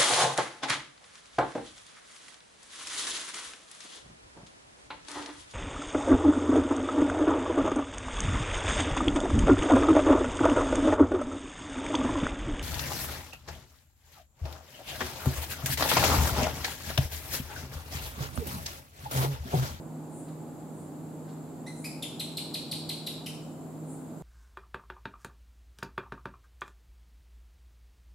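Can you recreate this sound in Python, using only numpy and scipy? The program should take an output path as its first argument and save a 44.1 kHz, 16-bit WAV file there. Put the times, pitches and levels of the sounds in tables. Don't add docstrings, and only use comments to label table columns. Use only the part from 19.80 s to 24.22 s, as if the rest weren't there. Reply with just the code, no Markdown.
import sys
import numpy as np
from scipy import signal
from scipy.fft import rfft, irfft
from scipy.io import wavfile
from scipy.ndimage import uniform_filter1d

SR = 44100
rng = np.random.default_rng(int(sys.argv[2]) if len(sys.argv) > 2 else 0)


def file_out(sig):
    cols = np.atleast_2d(sig).T
    lim = np.clip(cols, -1, 1)
    pcm = np.round(lim * 32767).astype(np.int16)
    wavfile.write(sys.argv[1], SR, pcm)


N = 195054
TIME = np.arange(N) / SR


def gain(db):
    return 10 ** (np.asarray(db) / 20)


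def at_level(x, db):
    return x * gain(db) / np.sqrt(np.mean(x ** 2))


def curve_at(curve, hz):
    freq_hz, value = np.transpose(curve)
    return np.interp(np.log(np.maximum(hz, 1)), np.log(freq_hz), value)


def eq(x, curve):
    n = x.shape[-1]
    return irfft(rfft(x) * gain(curve_at(curve, np.fft.rfftfreq(n, 1 / SR))), n)


def wander(rate_hz):
    hold = int(SR / rate_hz)
    steps = rng.standard_normal(1024)[np.arange(N) // hold % 1024]
    return np.sqrt(2) * uniform_filter1d(uniform_filter1d(steps, hold), hold)


# freq_hz, side_gain_db
STEREO_WIDTH = [(30, -25), (80, -5.5), (300, -12.5), (550, -9), (1000, -4), (3500, -3.5), (8000, 0),
                (12000, -0.5)]
def widen(mid, side):
    return mid + eq(side, STEREO_WIDTH) * np.array([[1], [-1]])


def noise_bed(curve, db):
    mid, side = eq(rng.standard_normal((2, N)), curve)
    return at_level(widen(mid, side), db)


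# freq_hz, gain_db
HISS_EQ = [(1500, 5.5), (3000, -2), (4500, -2), (5800, -8.5), (6500, 0), (7400, 7.5), (8500, -0.5),
           (11000, -1), (13500, -2.5), (16000, -10)]
def hiss():
    return noise_bed(HISS_EQ, db=-59)


# pitch_hz, level_db, wander_db
MOTOR_TONES = [(97.1, -69, 5), (136.5, -60.5, 3), (156.7, -45.5, 1.5), (233.6, -56.5, 0.5), (261, -55, 2),
               (301, -54.5, 1.5), (315.7, -59.5, 2.5), (341.8, -57.5, 1.5), (396, -61.5, 3),
               (462.7, -64, 2), (619, -69, 4)]
# freq_hz, gain_db
BLADE_RUSH_EQ = [(25, -62), (45, -16.5), (75, -17.5), (100, -7), (125, -6), (160, 0), (200, -2), (250, 2.5),
                 (300, -0.5), (360, -5.5), (500, -8), (800, -11), (1000, -17), (1500, -26.5), (2500, -72.5),
                 (5000, -80)]
def fan(left_minus_right_db=-2, drift_hz_per_db=0.354):
    hum = 0
    for pitch_hz, level_db, wander_db in MOTOR_TONES:
        phase = 2 * np.pi * np.cumsum(pitch_hz + drift_hz_per_db * wander_db * wander(12)) / SR
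        hum += at_level(np.sin(phase) * gain(wander_db * wander(8.4)), level_db)
    pan = gain(np.array([[1], [-1]]) * left_minus_right_db / 2)
    return hum * pan + noise_bed(BLADE_RUSH_EQ, db=-44)


# time_s, level_db
WHINE_FADER = [(0, -73), (.2, -69), (.31, -53), (.42, -66), (.72, -60), (1, -65), (2, -67), (4.4, -78)]
def whine(pitch_hz=837, drift_hz=9, wander_db=3):
    phase = 2 * np.pi * np.cumsum(pitch_hz + drift_hz * wander(30)) / SR
    fader_db = np.interp(TIME, *np.transpose(WHINE_FADER))
    return at_level(np.sin(phase), 0) * gain(fader_db + wander_db * wander(23))


# pitch_ratio, gain_db
INSECT_BAND = [(.8, -30), (.93, 13), (1, 15), (1.06, -3), (1.25, -47)]
def insect(pitch_hz=7780, rate_hz=10.91, first_s=.066, half_width_s=0.022):
    from_peak_s = (((TIME - first_s) * rate_hz + .5) % 1 - .5) / rate_hz
    pulses = np.exp(-(from_peak_s / half_width_s) ** 2)
    band = [(pitch_hz * ratio, db) for ratio, db in INSECT_BAND]
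    return at_level(pulses * eq(rng.standard_normal(N), band), db=-71.5)


# peak_s, half_width_s, level_db
RUSTLE_CUES = [(0.368, 0.059, -60.5), (0.987, .06, -66), (1.992, 0.06, -60), (4.113, 0.049, -59.5)]
# freq_hz, gain_db
RUSTLE_EQ = [(5000, -48), (7000, -3), (8800, 2), (10200, -2), (13000, -30)]
def rustles():
    swells = sum(gain(db) * np.exp(-((TIME - peak_s) / half_width_s) ** 2)
                 for peak_s, half_width_s, db in RUSTLE_CUES)
    return swells * at_level(eq(rng.standard_normal(N), RUSTLE_EQ), 0)


# peak_s, level_db
TICK_CUES = [(0.489, -59.5), (1.498, -58)]
# freq_hz, gain_db
TICK_EQ = [(1200, 1.5), (2800, -11), (4200, -6), (6000, -18), (12000, -24)]
def ticks(attack_s=0.018, decay_s=0.011):
    taps = sum(gain(db) * np.exp(-abs(TIME - peak_s) / np.where(TIME < peak_s, attack_s, decay_s))
               for peak_s, db in TICK_CUES)
    return taps * at_level(eq(rng.standard_normal(N), TICK_EQ), 0)


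# freq_hz, t60_s
REVERB_TIMES = [(1500, 0.53), (3000, 0.66), (4500, 0.7), (8000, 0.57), (11500, 0.38), (14000, 0.18)]
def echoes(early_db=-4.7, early_decay_s=.013, tail_db=0.9, build_s=0.0061):
    t = np.arange(SR) / SR
    hz = np.fft.rfftfreq(SR, 1 / SR)
    diffuse = rfft(rng.standard_normal((2, SR)))
    centres_hz, t60s = np.transpose(REVERB_TIMES)
    tail = 0
    for weights, t60_s in zip(np.eye(len(t60s)), t60s):
        band = irfft(diffuse * curve_at(np.c_[centres_hz, weights], hz), SR)
        tail += band * np.exp(-np.log(1000) * t / t60_s)
    tail *= 1 - np.exp(-t / build_s)
    scatter = rng.standard_normal((2, SR)) * (rng.random((2, SR)) < .03)
    early = scatter * np.exp(-t / early_decay_s) * (t > .002)
    return (at_level(early, early_db) + at_level(tail, tail_db)) / np.sqrt(SR)


# freq_hz, gain_db
DIRECT_EQ = [(2300, 4.2), (4300, 2.6), (7500, .5)]
# freq_hz, left_minus_right_db
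STEREO_TILT = [(2500, 1.5), (4500, 1), (8000, 1), (12000, -2)]
def room(x, drift_rad_per_s=.8):
    drift = drift_rad_per_s * TIME
    mid, side = sum(signal.fftconvolve([x * crossfade], echoes(), axes=1)[:, :N]
                    for crossfade in (np.cos(drift), np.sin(drift)))
    stereo = eq(x, DIRECT_EQ) + widen(mid, side)
    return np.array([eq(channel, [(hz, sign * db / 2) for hz, db in STEREO_TILT])
                     for channel, sign in zip(stereo, (1, -1))])


FOLD_OVERTONES = [-3.5, -2, -2.5, -2.5]
# freq_hz, gain_db
THROAT_EQ = [(1000, -7), (1650, 1.5), (2050, 5), (3100, -0.1), (3950, 3.6), (5200, 2.4), (6500, -8),
             (7400, -3), (8400, -0.1), (10600, 0.7), (12600, -1.5), (14000, -18.5), (16000, -33)]
# rate_hz, gain_db
SQUEEZE_TREMBLE = [(60, -30), (250, 0), (600, 0), (1200, -14), (3000, -50)]
RISE_OCTAVES, SLACK_HZ = 0.268, 2012
RASP_DB, FLUTTER_DEPTH, FLUTTER_RAD = 2, 0.19, 0.17
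CATCH_DB, CATCH_DECAY_S = 6, .003
def chirp(attack_s, rise_s, length_s, crest_hz, level_db, bright_db, hoarseness, cycles_per_flutter,
          tremble_hz, fall_curve, fade_db=-16, dulling_db=-7, stutter_db=1.8):
    t = np.arange(int(length_s * SR)) / SR
    tremble, stutter, air = rng.standard_normal((3, 2048))[:, :len(t)]
    rise_left = np.clip(1 - t / rise_s, 0, 1)
    fall = np.clip((t - rise_s) / (length_s - rise_s), 0, 1)
    start_hz = crest_hz * 2 ** -RISE_OCTAVES
    hz = crest_hz + (start_hz - crest_hz) * rise_left ** 2 + (SLACK_HZ - crest_hz) * fall ** fall_curve
    unsteadiness = (1 + rise_left + 2 * fall) / 2
    hz += tremble_hz * unsteadiness * at_level(eq(tremble, SQUEEZE_TREMBLE), 0)
    phase = 2 * np.pi * np.cumsum(hz) / SR
    flutter = phase / cycles_per_flutter
    phase += hoarseness * FLUTTER_RAD * np.sin(flutter)
    flutter_gain = 1 + hoarseness * FLUTTER_DEPTH * np.cos(flutter)
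    rasp = at_level(eq(air, [(2800, -14), (4600, 4)]), RASP_DB)
    rasp *= gain(CATCH_DB * np.exp(-t / CATCH_DECAY_S))
    overtones = sum(np.sin(k * phase) * (k * hz < SR / 2) * gain(db + dulling_db * fall)
                    for k, db in enumerate(FOLD_OVERTONES, 2))
    edge = hoarseness * rasp + np.sqrt(1 - hoarseness) * overtones
    voice = (np.sin(phase) + edge * gain(bright_db)) * flutter_gain
    gate = np.minimum(t / attack_s, 1) * np.minimum((length_s - t) / .001, 1)
    strength_db = fade_db * fall ** 2 + stutter_db * at_level(eq(stutter, SQUEEZE_TREMBLE), 0)
    return at_level(eq(voice * gate * gain(strength_db), THROAT_EQ), level_db)


# start_s, attack_s, rise_s, length_s, crest_hz, level_db, bright_db,
# hoarseness (0-1), cycles_per_flutter, tremble_hz, fall_curve (1 = straight)
CHIRP_CUES = [ (1.862, 0.0063, 0.018, 0.034, 2072, -52, 3.5, 0, 2.2, 90, 3.1),
              (2.0413, 0.003, 0.019, 0.033, 2580, -44.5, 4, 0.36, 1.75, 115, 0.88),
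              (2.2223, 0.0057, 0.0044, .0215, 3677, -40, 2.5, 0.33, 2.6, 55, 1.5),
              (2.394, 0.0078, 0.0049, 0.021, 4200, -38.5, 1.5, 0.47, 4.2, 80, 1.35),
              (2.5688, 0.0043, 0.0035, 0.02, 4420, -38, 1.5, 0.31, 5.6, 85, 1.2),
              (2.738, 0.0065, 0.0035, 0.021, 4460, -38, 1, 0.52, 5, 100, 1.23),
              (2.9121, 0.0056, 0.00298, .019, 4660, -37, 1.5, 0.35, 3.4, 89, 1.3),
              (3.0892, .006, 0.0038, .018, 4420, -37.5, -0.5, 0.64, 2, 100, 1.35),
              (3.263, 0.0086, 0.0068, 0.018, 4074, -38.5, 0, 0.68, 3.2, 65, 1.4),
              (3.459, 0.0059, 0.006, 0.019, 3120, -43, 0.5, 0.83, 3.8, 60, 1.4)]
def gecko():
    call = np.zeros(N)
    for start_s, *shape in CHIRP_CUES:
        sound = chirp(*shape)
        start = int(start_s * SR)
        call[start:start + len(sound)] += sound
    return call


def scene():
    return room(gecko() + rustles() + ticks()) + fan() + insect() + hiss() + whine()


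def record(dry):
    return signal.sosfilt(signal.ellip(10, .2, 80, 15750, fs=SR, output="sos"), dry)


dry = scene()
out = record(dry)
file_out(out)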